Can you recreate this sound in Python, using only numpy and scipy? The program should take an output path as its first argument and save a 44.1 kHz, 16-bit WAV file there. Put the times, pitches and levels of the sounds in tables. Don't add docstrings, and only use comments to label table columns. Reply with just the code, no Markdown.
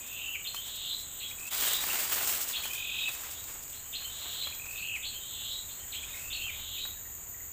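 import sys
import numpy as np
from scipy import signal
from scipy.fft import rfft, irfft
from scipy.io import wavfile
from scipy.ndimage import uniform_filter1d

SR = 44100
rng = np.random.default_rng(int(sys.argv[2]) if len(sys.argv) > 2 else 0)


def gain_from_db(level_db):
    decades = np.asarray(level_db, float) / 20
    return 10 ** decades


def file_out(sig):
    cols = np.atleast_2d(sig).T
    lim = np.clip(cols, -1, 1)
    pcm = np.round(lim * 32767).astype(np.int16)
    wavfile.write(sys.argv[1], SR, pcm)


N = 331632
T = np.arange(N) / SR
FLUTTER_DB = 2

# start_s, pitch_hz (before the pitch factor), level_db (relative)
RISING_GLIDE = [(-.009, 2104, -26), (0, 2578, -3), (.008, 2620, -10)]
# freq_hz, level_db (relative)
LEAF_TREBLE = [(1500, -25), (3000, -1), (6100, 1), (7000, 6.5), (8300, 7), (9300, -2), (11500, -0.5),
               (13000, 0.5), (14600, 10.5), (15600, 11.5)]


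def evened(x):
    return x / np.sqrt(np.mean(x ** 2) + 1e-20)


def curves(rows):
    s, *columns = np.transpose(rows)
    return [np.interp(T, s, column) for column in columns]


def coloured(x, points):
    f, level_db = np.transpose(points)
    hz = np.fft.rfftfreq(len(x), 1 / SR)
    gain_db = np.interp(np.log(hz + 1), np.log(f + 1), level_db, left=-70, right=-70)
    return evened(irfft(rfft(x) * gain_from_db(gain_db), len(x)))


def wander(per_s):
    return evened(coloured(rng.standard_normal(N), [(0, 0), (per_s, -3), (2 * per_s, -30)]))


def clicks(per_s, spread_db):
    hit, size, sign = rng.random((3, N))
    size_db = -spread_db * np.log(size + .03)
    return (hit < per_s / SR) * gain_from_db(size_db) * np.sign(sign - .5)


def sing(mix, s, hz, level_db, direct_db):
    tone = np.sqrt(2) * gain_from_db(level_db) * np.sin(2 * np.pi * np.cumsum(hz) / SR)
    at = round(s * SR)
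    both = np.array([tone * gain_from_db(direct_db), tone])[:, max(-at, 0):]
    part = mix[:, max(at, 0):][:, :both.shape[1]]
    part += both[:, :part.shape[1]]


def note(mix, s, shape, level_db, factor, direct_db):
    hoarse_hz = 65
    points_s, points_hz, points_db = np.transpose(shape)
    t = np.arange(points_s[0], points_s[-1], 1 / SR)
    hz, shape_db = np.interp(t, points_s, points_hz), np.interp(t, points_s, points_db)
    hoarse, flutter = (evened(uniform_filter1d(v, 90)) for v in rng.standard_normal((2, len(t))))
    sing(mix, s + t[0], hz * factor + hoarse_hz * hoarse,
         shape_db + level_db + FLUTTER_DB * flutter, direct_db)


def cicadas():
    # time_s, low_singers_db, high_singers_db, overtone_db
    band_levels = [(0, -49.5, -52.5, -49), (1.48, -50.5, -49, -49.5), (2.9, -49.5, -52.5, -49.5),
                   (5.8, -49.5, -49.5, -49.5), (6.4, -49, -52, -49), (6.7, -48.5, -54, -48),
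                   (7.52, -49.5, -56, -48.5)]
    # freq_hz, level_db (relative)
    low_body = [(5900, -34.5), (6400, -14), (6950, -2.5), (7300, -6), (8000, -40), (9000, -25)]
    high_body = [(6800, -33), (7400, -1), (7900, 1.5), (8400, -5.5), (9000, -29)]
    overtone_body = [(6940, -69), (11800, -41), (12600, -34), (12900, -9), (13700, -3), (14500, 2.5),
                     (15400, -18)]
    trains = []
    for per_s in (189.0, 228.0, 267.0, 290, 339.0, 406.0):
        turns = np.cumsum(per_s * (1 + .25 * wander(120))) / SR
        strikes = np.diff(np.floor(turns), prepend=0)
        trains.append(strikes * rng.standard_normal(N))
    far = 0.39 * rng.standard_normal((3, N))
    low, high = sum(trains[::2]), sum(trains[1::2])
    low_db, high_db, overtone_db = curves(band_levels)
    return (gain_from_db(low_db + 0.16 * wander(21)) * coloured(low + far[0], low_body)
            + gain_from_db(high_db + 1.4 * wander(17)) * coloured(high + far[1], high_body)
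            + gain_from_db(overtone_db + 1.15 * wander(8.0)) * coloured(low + high + far[2], overtone_body))


def crickets():
    # time_s, upper_db, lower_db
    tone_levels = [(0, -57, -78), (1.49, -57, -78), (1.52, -57, -49.5), (2.1, -57, -50), (2.199, -57, -59),
                   (3.8, -60, -73), (6.3, -60, -78), (6.7, -66, -80), (7.52, -69, -80)]
    # upper_hz, lower_hz
    pitches = (7769, 4787)
    # upper_hz, lower_hz
    wavers = (14, 38)
    out = 0
    for hz, level_db, throb_per_s, waver_hz in zip(pitches, curves(tone_levels), (12.4, 30), wavers):
        turns = np.cumsum(hz + waver_hz * wander(60)) / SR
        throb = 1 + 0.4 * np.sin(2 * np.pi * throb_per_s * T)
        out = out + gain_from_db(level_db) * throb * np.sin(2 * np.pi * turns)
    return out


def air():
    # freq_hz, level_db (relative)
    wash_colour = [(71, -31), (120, 2.5), (221, -0.5), (449, -2), (1970, -6), (3690, -10.5), (4540, -16),
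                   (5600, -34), (7280, -34), (12300, -120)]
    # time_s, level_db
    rumble_levels = [(0, -62.5), (1.5, -60), (2, -61), (5.5, -58), (6.3, -55), (6.9, -56.5), (7.52, -59.5)]
    wash_db, hiss_db = -60, -64.5
    wash = coloured(rng.standard_normal(N) + 0.84 * clicks(900, 6.0), wash_colour)
    rumble_colour = [(15, -2.5), (40, -7), (75, -3.5), (100, -6.0), (140, -18.0), (260, -25.5)]  # (Hz, dB)
    rumble = coloured(rng.standard_normal(N), rumble_colour)
    hiss = gain_from_db(hiss_db) * rng.standard_normal(N)
    return gain_from_db(wash_db + 0.3 * wander(2.9)) * wash + gain_from_db(curves(rumble_levels)[0]) * rumble + hiss


def birds_and_glides():
    mix = np.zeros((2, N))
    for voice in (trills, rolls, falls, openings, stray_glides):
        voice(mix)
    return gain_from_db(-2) * mix[0] + wood_echo(mix[1])


def trills(mix):
    # settle_s, sweeps_length_s, level_db, direct_against_echoes_db (relative), pitch_factor
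    trill_calls = [(0.195, 0.25, -46.5, -12, 0.94), (.938, 0.33, -35.5, -0.5, 0.99),
                   (1.289, 0.26, -50, 8, 0.95), (1.761, 0.27, -34, 0, 0.97), (3.022, 0.29, -33.5, -7, 0.95),
                   (3.388, 0.17, -48, -1, 0.96), (4.44, 0.34, -38, 3, 1.01), (5.539, 0.34, -36, -9.5, 0.98),
                   (6.13, 0.25, -49.5, 2, 0.94), (6.829, 0.34, -36.5, -9, 0.97)]
    # share_of_length, bottom_hz, top_hz (before the pitch factor), level_db (relative)
    trill_course = [(0, 2900, 4027, -13.5), (.3, 2598, 4360, -11), (0.698, 2531, 4300, -6.5),
                    (0.9, 2879, 4365, -3.5), (0.996, 3925, 4062, -1.5)]
    sweeps_per_s, hold_s, close_db = 96, 0.025, -4
    hoarse_hz, held_rough = 42, 1.1
    share, *course = np.transpose(trill_course)
    for settle, length, level_db, direct_db, factor in trill_calls:
        drift = wander(30)
        t = np.arange(-length, hold_s, 1 / SR)
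        sweeping = t < 0
        bottom, top, swell_db = (np.interp(1 + t / length, share, column) for column in course)
        turn = (t * sweeps_per_s + .15 * drift[:len(t)]) % 1
        breath_db = -18 * sweeping * abs(2 * turn - 1) ** 6
        breath_db += np.where(sweeping, 7 * (turn - .6), close_db)
        rough = np.where(sweeping, 1, held_rough)
        hoarse, flutter = (evened(uniform_filter1d(v, 60)) * rough for v in rng.standard_normal((2, len(t))))
        end_db = -25 * np.clip((t - t[-1]) / 0.012 + 1, 0, 1)
        hz = factor * (bottom + (top - bottom) * turn ** 0.95) + hoarse_hz * hoarse
        sing(mix, settle - length, hz,
             level_db + FLUTTER_DB * flutter + swell_db + breath_db + end_db, direct_db)


def rolls(mix):
    # start_s, level_db, roll_s, direct_against_echoes_db (relative), top_of_swing_db, climb_hz
    roll_calls = [(-.221, -43.5, .371, 4, 4, 240), (1.199, -44, .093, 5, -15, 110),
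                  (2.524, -43, .35, 10, -3, 80), (4.411, -44, .344, 8, 4, 110),
                  (5.92, -42.5, .36, 4, 0, 200)]
    # start_s, pitch_hz (before the pitch factor), level_db (relative)
    dip = [(0, 4340, -8), (.006, 3914, -0.5), (.014, 2500, -5.5), (.02, 2066, -19), (.026, 2593, -8),
           (.033, 3215, -1.5), (.046, 3423, -2.5), (.058, 3300, -31)]
    pip_after_s, roll_after_s = .116, .188
    dips_per_s, full_roll_s = 43.2, 0.39
    start_hz, swing_hz = 2480, 259.4
    climb_db_per_hz, top_full = .055, 0.62
    echo_grows_db = 5
    for s, level_db, length, direct_db, top_db, climb_hz in roll_calls:
        note(mix, s, dip, level_db + 4, 0.99, -1)
        note(mix, s + pip_after_s, RISING_GLIDE, level_db - 4, 0.96, direct_db + 4)
        period = length / round(length * dips_per_s)
        t = np.arange(-period / 2, length + period / 4, 1 / SR)
        grown = np.clip(t / full_roll_s, 0, 1)
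        up = np.sin(np.pi * t / period) ** 2
        below_hz = climb_hz * np.clip(1 - t / length, 0, 1)
        hoarse = wander(204)[:len(t)]
        hz = start_hz + climb_hz - below_hz
        early_db = echo_grows_db * (1 - grown)
        at = s + roll_after_s + t[0]
        pips_db = level_db - climb_db_per_hz * below_hz - 22 * up - early_db
        sing(mix, at, hz + 90 * up + 50 * hoarse, pips_db, direct_db + early_db)
        top_hz = hz + (60 + swing_hz * grown) * up + 150 * hoarse
        husky_db = level_db + top_db - 22 * np.clip(1 - grown / top_full, 0, 1) - 25 * (1 - up) ** 2
        sing(mix, at, top_hz, husky_db, direct_db - 17)


def wood_echo(x):
    # delay_s, boost_db
    clumps = [(0.01, 0), (0.046, 2), (0.089, 9.5)]
    near_t60, near_db, far_t60, far_db = 0.3, 0, 0.9, -12
    t, out = np.arange(SR) / SR, 0
    clumps_db = sum(echo_db * np.exp(-((t - s) / 0.007) ** 2) for s, echo_db in clumps)
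    for k in range(3):
        taps, at = np.zeros(SR), np.arange(100, SR - 22, 22)
        taps[at + rng.integers(0, 22, len(at))] = rng.standard_normal(len(at))
        near = taps * gain_from_db(clumps_db - 60 * t / near_t60)
        far = taps * gain_from_db(-60 * t / far_t60)
        tail = gain_from_db(near_db) * near / np.linalg.norm(near) + gain_from_db(far_db) * far / np.linalg.norm(far)
        share = np.sqrt(2 / 3) * np.cos(np.pi * (2.3 * T + k / 3))
        out = out + signal.oaconvolve(x * share, tail)[:N]
    return out


def rustle():
    # freq_hz, level_db (relative)
    leaf_low = [(100, -9), (250, -6.5), (520, -2), (1000, 1), (2800, 1), (4500, -11)]
    # time_s, level_db
    movement = [(0, -58), (1.2, -61.5), (1.49, -51), (1.52, -37.5), (1.65, -31.5), (1.78, -37), (2.0, -33),
                (2.07, -37), (2.33, -33), (2.45, -44), (2.75, -47.5), (2.85, -55), (3.2, -46), (3.45, -54),
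                (3.9, -58), (4.3, -48.5), (4.9, -64), (6.2, -53.5), (7.5, -72)]
    # peak_s, treble_db, length_s, low_db
    brushes = [(0.066, -48, 0.033, -61), (0.13, -49, .02, -68), (0.547, -47.5, 0.085, -58.5),
               (0.664, -48, 0.099, -61), (0.764, -47, 0.023, -71), (0.998, -47, 0.044, -72),
               (1.29, -48.5, 0.067, -74), (1.395, -50, 0.027, -63), (1.471, -41, 0.03, -57),
               (1.63, -43, 0.14, -44.5), (1.91, -51, 0.037, -47), (2.121, -29.5, 0.046, -39.5),
               (2.164, -38, 0.057, -41.5), (2.289, -33.5, 0.015, -45), (2.412, -33.5, 0.048, -53),
               (2.485, -35.5, 0.082, -50), (2.585, -49, 0.041, -49), (2.642, -40, 0.11, -53),
               (2.744, -42.5, 0.08, -68), (3.087, -44, 0.035, -48), (3.122, -42, 0.062, -66),
               (3.238, -48, 0.072, -50.5), (3.308, -43, .05, -63), (3.487, -48, 0.12, -54.5),
               (3.628, -45, 0.018, -67), (3.698, -48, 0.023, -68), (3.76, -51, .04, -75),
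               (4.008, -59, 0.037, -53.5), (4.226, -61, 0.1, -54.5), (4.47, -63, 0.034, -54),
               (4.5, -55, 0.016, -58), (4.538, -59, 0.023, -65), (4.659, -48, 0.02, -50.5),
               (4.72, -48.5, 0.14, -58), (4.962, -51, 0.037, -55), (5.779, -85, 0.052, -59),
               (5.947, -52, 0.023, -56), (6.086, -53, 0.037, -58), (6.166, -47, 0.13, -58),
               (6.57, -58, 0.11, -57.5), (6.87, -63, 0.092, -58)]
    low_push_db, low_follows = -43.5, 0.79
    rise_share = 0.21
    crackle = evened(clicks(4000, 2.2))
    layers = []
    for grain, colour in ((1.05, LEAF_TREBLE), (1.15, leaf_low)):
        clumping = gain_from_db(1.0 * wander(24.0) + 1.04 * wander(140))
        layers.append(coloured(clumping * (grain * crackle + rng.standard_normal(N)), colour))
    high, low = layers
    push_db = curves(movement)[0]
    power = gain_from_db(2 * np.array([push_db, low_push_db + low_follows * (push_db + 35)]))
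    for s, high_db, length, low_db in brushes:
        bump = np.exp(-4 * ((T - s) / np.where(T < s, rise_share * length, length)) ** 2)
        power = power + gain_from_db(2 * np.array([[high_db], [low_db]])) * bump
    return np.sqrt(power[0]) * high + np.sqrt(power[1]) * low


def falls(mix):
    # start_s, level_db, share_of_full_drop, direct_against_echoes_db (relative)
    fall_calls = [(.338, -44, 1.04, 7), (3.064, -47.5, 0.44, 14.5), (4.943, -44.5, 1.05, 8),
                  (6.474, -43.5, 1.02, 4)]
    # start_s, pitch_hz (before the pitch factor), level_db (relative)
    fall_shape = [(0, 2720, -37), (.008, 2580, -1.5), (.018, 2430, 2), (.032, 2110, -10), (.041, 1950, -43)]
    start_hz = fall_shape[0][1]
    for s, level_db, drop, direct_db in fall_calls:
        shape = [(t, start_hz + drop * (hz - start_hz), shape_db) for t, hz, shape_db in fall_shape]
        note(mix, s, shape, level_db, 0.99, direct_db)


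def openings(mix):
    # start_s, level_db, pitch_factor, direct_against_echoes_db (relative)
    opening_calls = [(.435, -33.5, 0.99, 1), (2.523, -32, 0.98, 1), (3.707, -45, 0.96, -8),
                     (3.915, -34, 0.98, -1.5), (4.743, -42.5, 1, -6), (5.012, -32.5, 0.98, -7),
                     (5.67, -44.5, 0.98, -3), (6.292, -33, 0.99, -1.5)]
    # start_s, pitch_hz (before the pitch factor), level_db (relative)
    hook = [(.008, 3784, -21), (.016, 3667, -5.5), (.024, 2424, -12), (.03, 3293, -6), (.04, 4150, -5),
            (.046, 4456, -6.5), (.051, 4150, -34)]
    whistle = [(0, 2630, -6), (.008, 2935, -16), (.016, 3174, -2.5), (.032, 3200, -6), (.042, 3360, -29)]
    whistle_after_s, whistle_db = .115, -6.5
    for s, level_db, factor, direct_db in opening_calls:
        note(mix, s, hook, level_db, factor, direct_db)
        note(mix, s + whistle_after_s, whistle, level_db + whistle_db, factor, direct_db)


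def snaps():
    # start_s, crack_db (relative), knock_against_crack_db (relative)
    twig_snaps = [(0.5455, -32.5, -3), (0.757, -36, -24.5), (1.3005, -43, -26), (1.732, -22, -15),
                  (1.839, -31.5, 2), (1.89, -34.5, 2.5), (1.955, -34, 2), (2.1199, -29, -10),
                  (2.1246, -30, -2), (2.18, -38, 0), (2.273, -22.5, -10), (2.326, -33, -6), (2.655, -35, 2),
                  (2.7332, -28.5, -20), (3.091, -48, -8), (3.44, -36, -14), (3.61, -46, -15),
                  (3.6796, -40, -13), (3.7, -41, -21), (3.728, -37, -24), (3.751, -41, -25),
                  (4.471, -43, 7), (4.548, -35, -18), (4.6557, -43, -3), (6.4673, -51, 6),
                  (6.8529, -48, 11)]
    # freq_hz (before a random detune), level_db (relative), t60_s
    stick_modes = [(877, -2, .035), (1100, 0, .04), (1400, -1, .03), (1750, -2, .025)]
    out, t = np.zeros((3, N)), np.arange(SR // 16) / SR
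    rise = 1 - np.exp(-t / 0.00094)
    for s, level_db, low_db in twig_snaps:
        crack, knock = rng.standard_normal((2, len(t))) * rise
        at = round(s * SR)
        place = slice(at, at + len(t))
        out[0, place] += gain_from_db(level_db) * crack * (gain_from_db(-60 * t / 0.013) + 0.11 * gain_from_db(-60 * t / 0.086))
        out[1, place] += gain_from_db(level_db + low_db - 60 * t / 0.02) * knock
        detunes = rng.uniform(0.917, 1.086, len(stick_modes))
        for (hz, mode_db, t60), detune in zip(stick_modes, detunes):
            ring_db = level_db + low_db + mode_db - 60 * t / t60
            out[2, place] += gain_from_db(ring_db) * np.sin(2 * np.pi * hz * detune * t)
    bright = coloured(out[0], LEAF_TREBLE) * np.std(out[0])
    dull = signal.lfilter(*signal.butter(2, [850, 3000], "band", fs=SR), out[1])
    return gain_from_db(2.5) * bright + gain_from_db(8.5) * dull + gain_from_db(-9) * out[2]


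def stray_glides(mix):
    # start_s, level_db, pitch_factor, direct_against_echoes_db (relative)
    glides = [(1.902, -36.5, 1.05, 6.5), (1.954, -43, 0.79, 3), (3.208, -47, 4.9, 0), (3.222, -51, 5, 2.5),
              (5.521, -60, 2.1, 7), (5.83, -50.5, 0.74, -2), (6.143, -44, 0.83, 1), (6.183, -56, .82, 6),
              (6.778, -43, .99, 1), (6.969, -53, 0.69, 0), (7.055, -50.5, 0.71, 1), (7.344, -50.5, 0.75, 2),
              (7.405, -52.5, 0.77, 4)]
    for s, level_db, factor, direct_db in glides:
        note(mix, s, RISING_GLIDE, level_db, factor, direct_db)


def scene():
    # time_s, gain_db
    splice_gain = [(1.49, 1.5), (1.501, -10), (1.512, 3), (1.525, 1.5)]
    mono = cicadas() + crickets() + air() + birds_and_glides() + rustle() + snaps()
    return np.tile(mono * gain_from_db(curves(splice_gain)[0]), (2, 1))


def band_limit(x):
    return signal.sosfilt(signal.butter(12, 16720, fs=SR, output="sos"), x)


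def record(dry):
    edge_hz = 15520
    lowpass = signal.firwin(801, edge_hz, window=("kaiser", 10), fs=SR)
    limited = signal.oaconvolve(dry, lowpass[None], "same")
    return band_limit(limited)


dry = scene()
out = record(dry)
file_out(out)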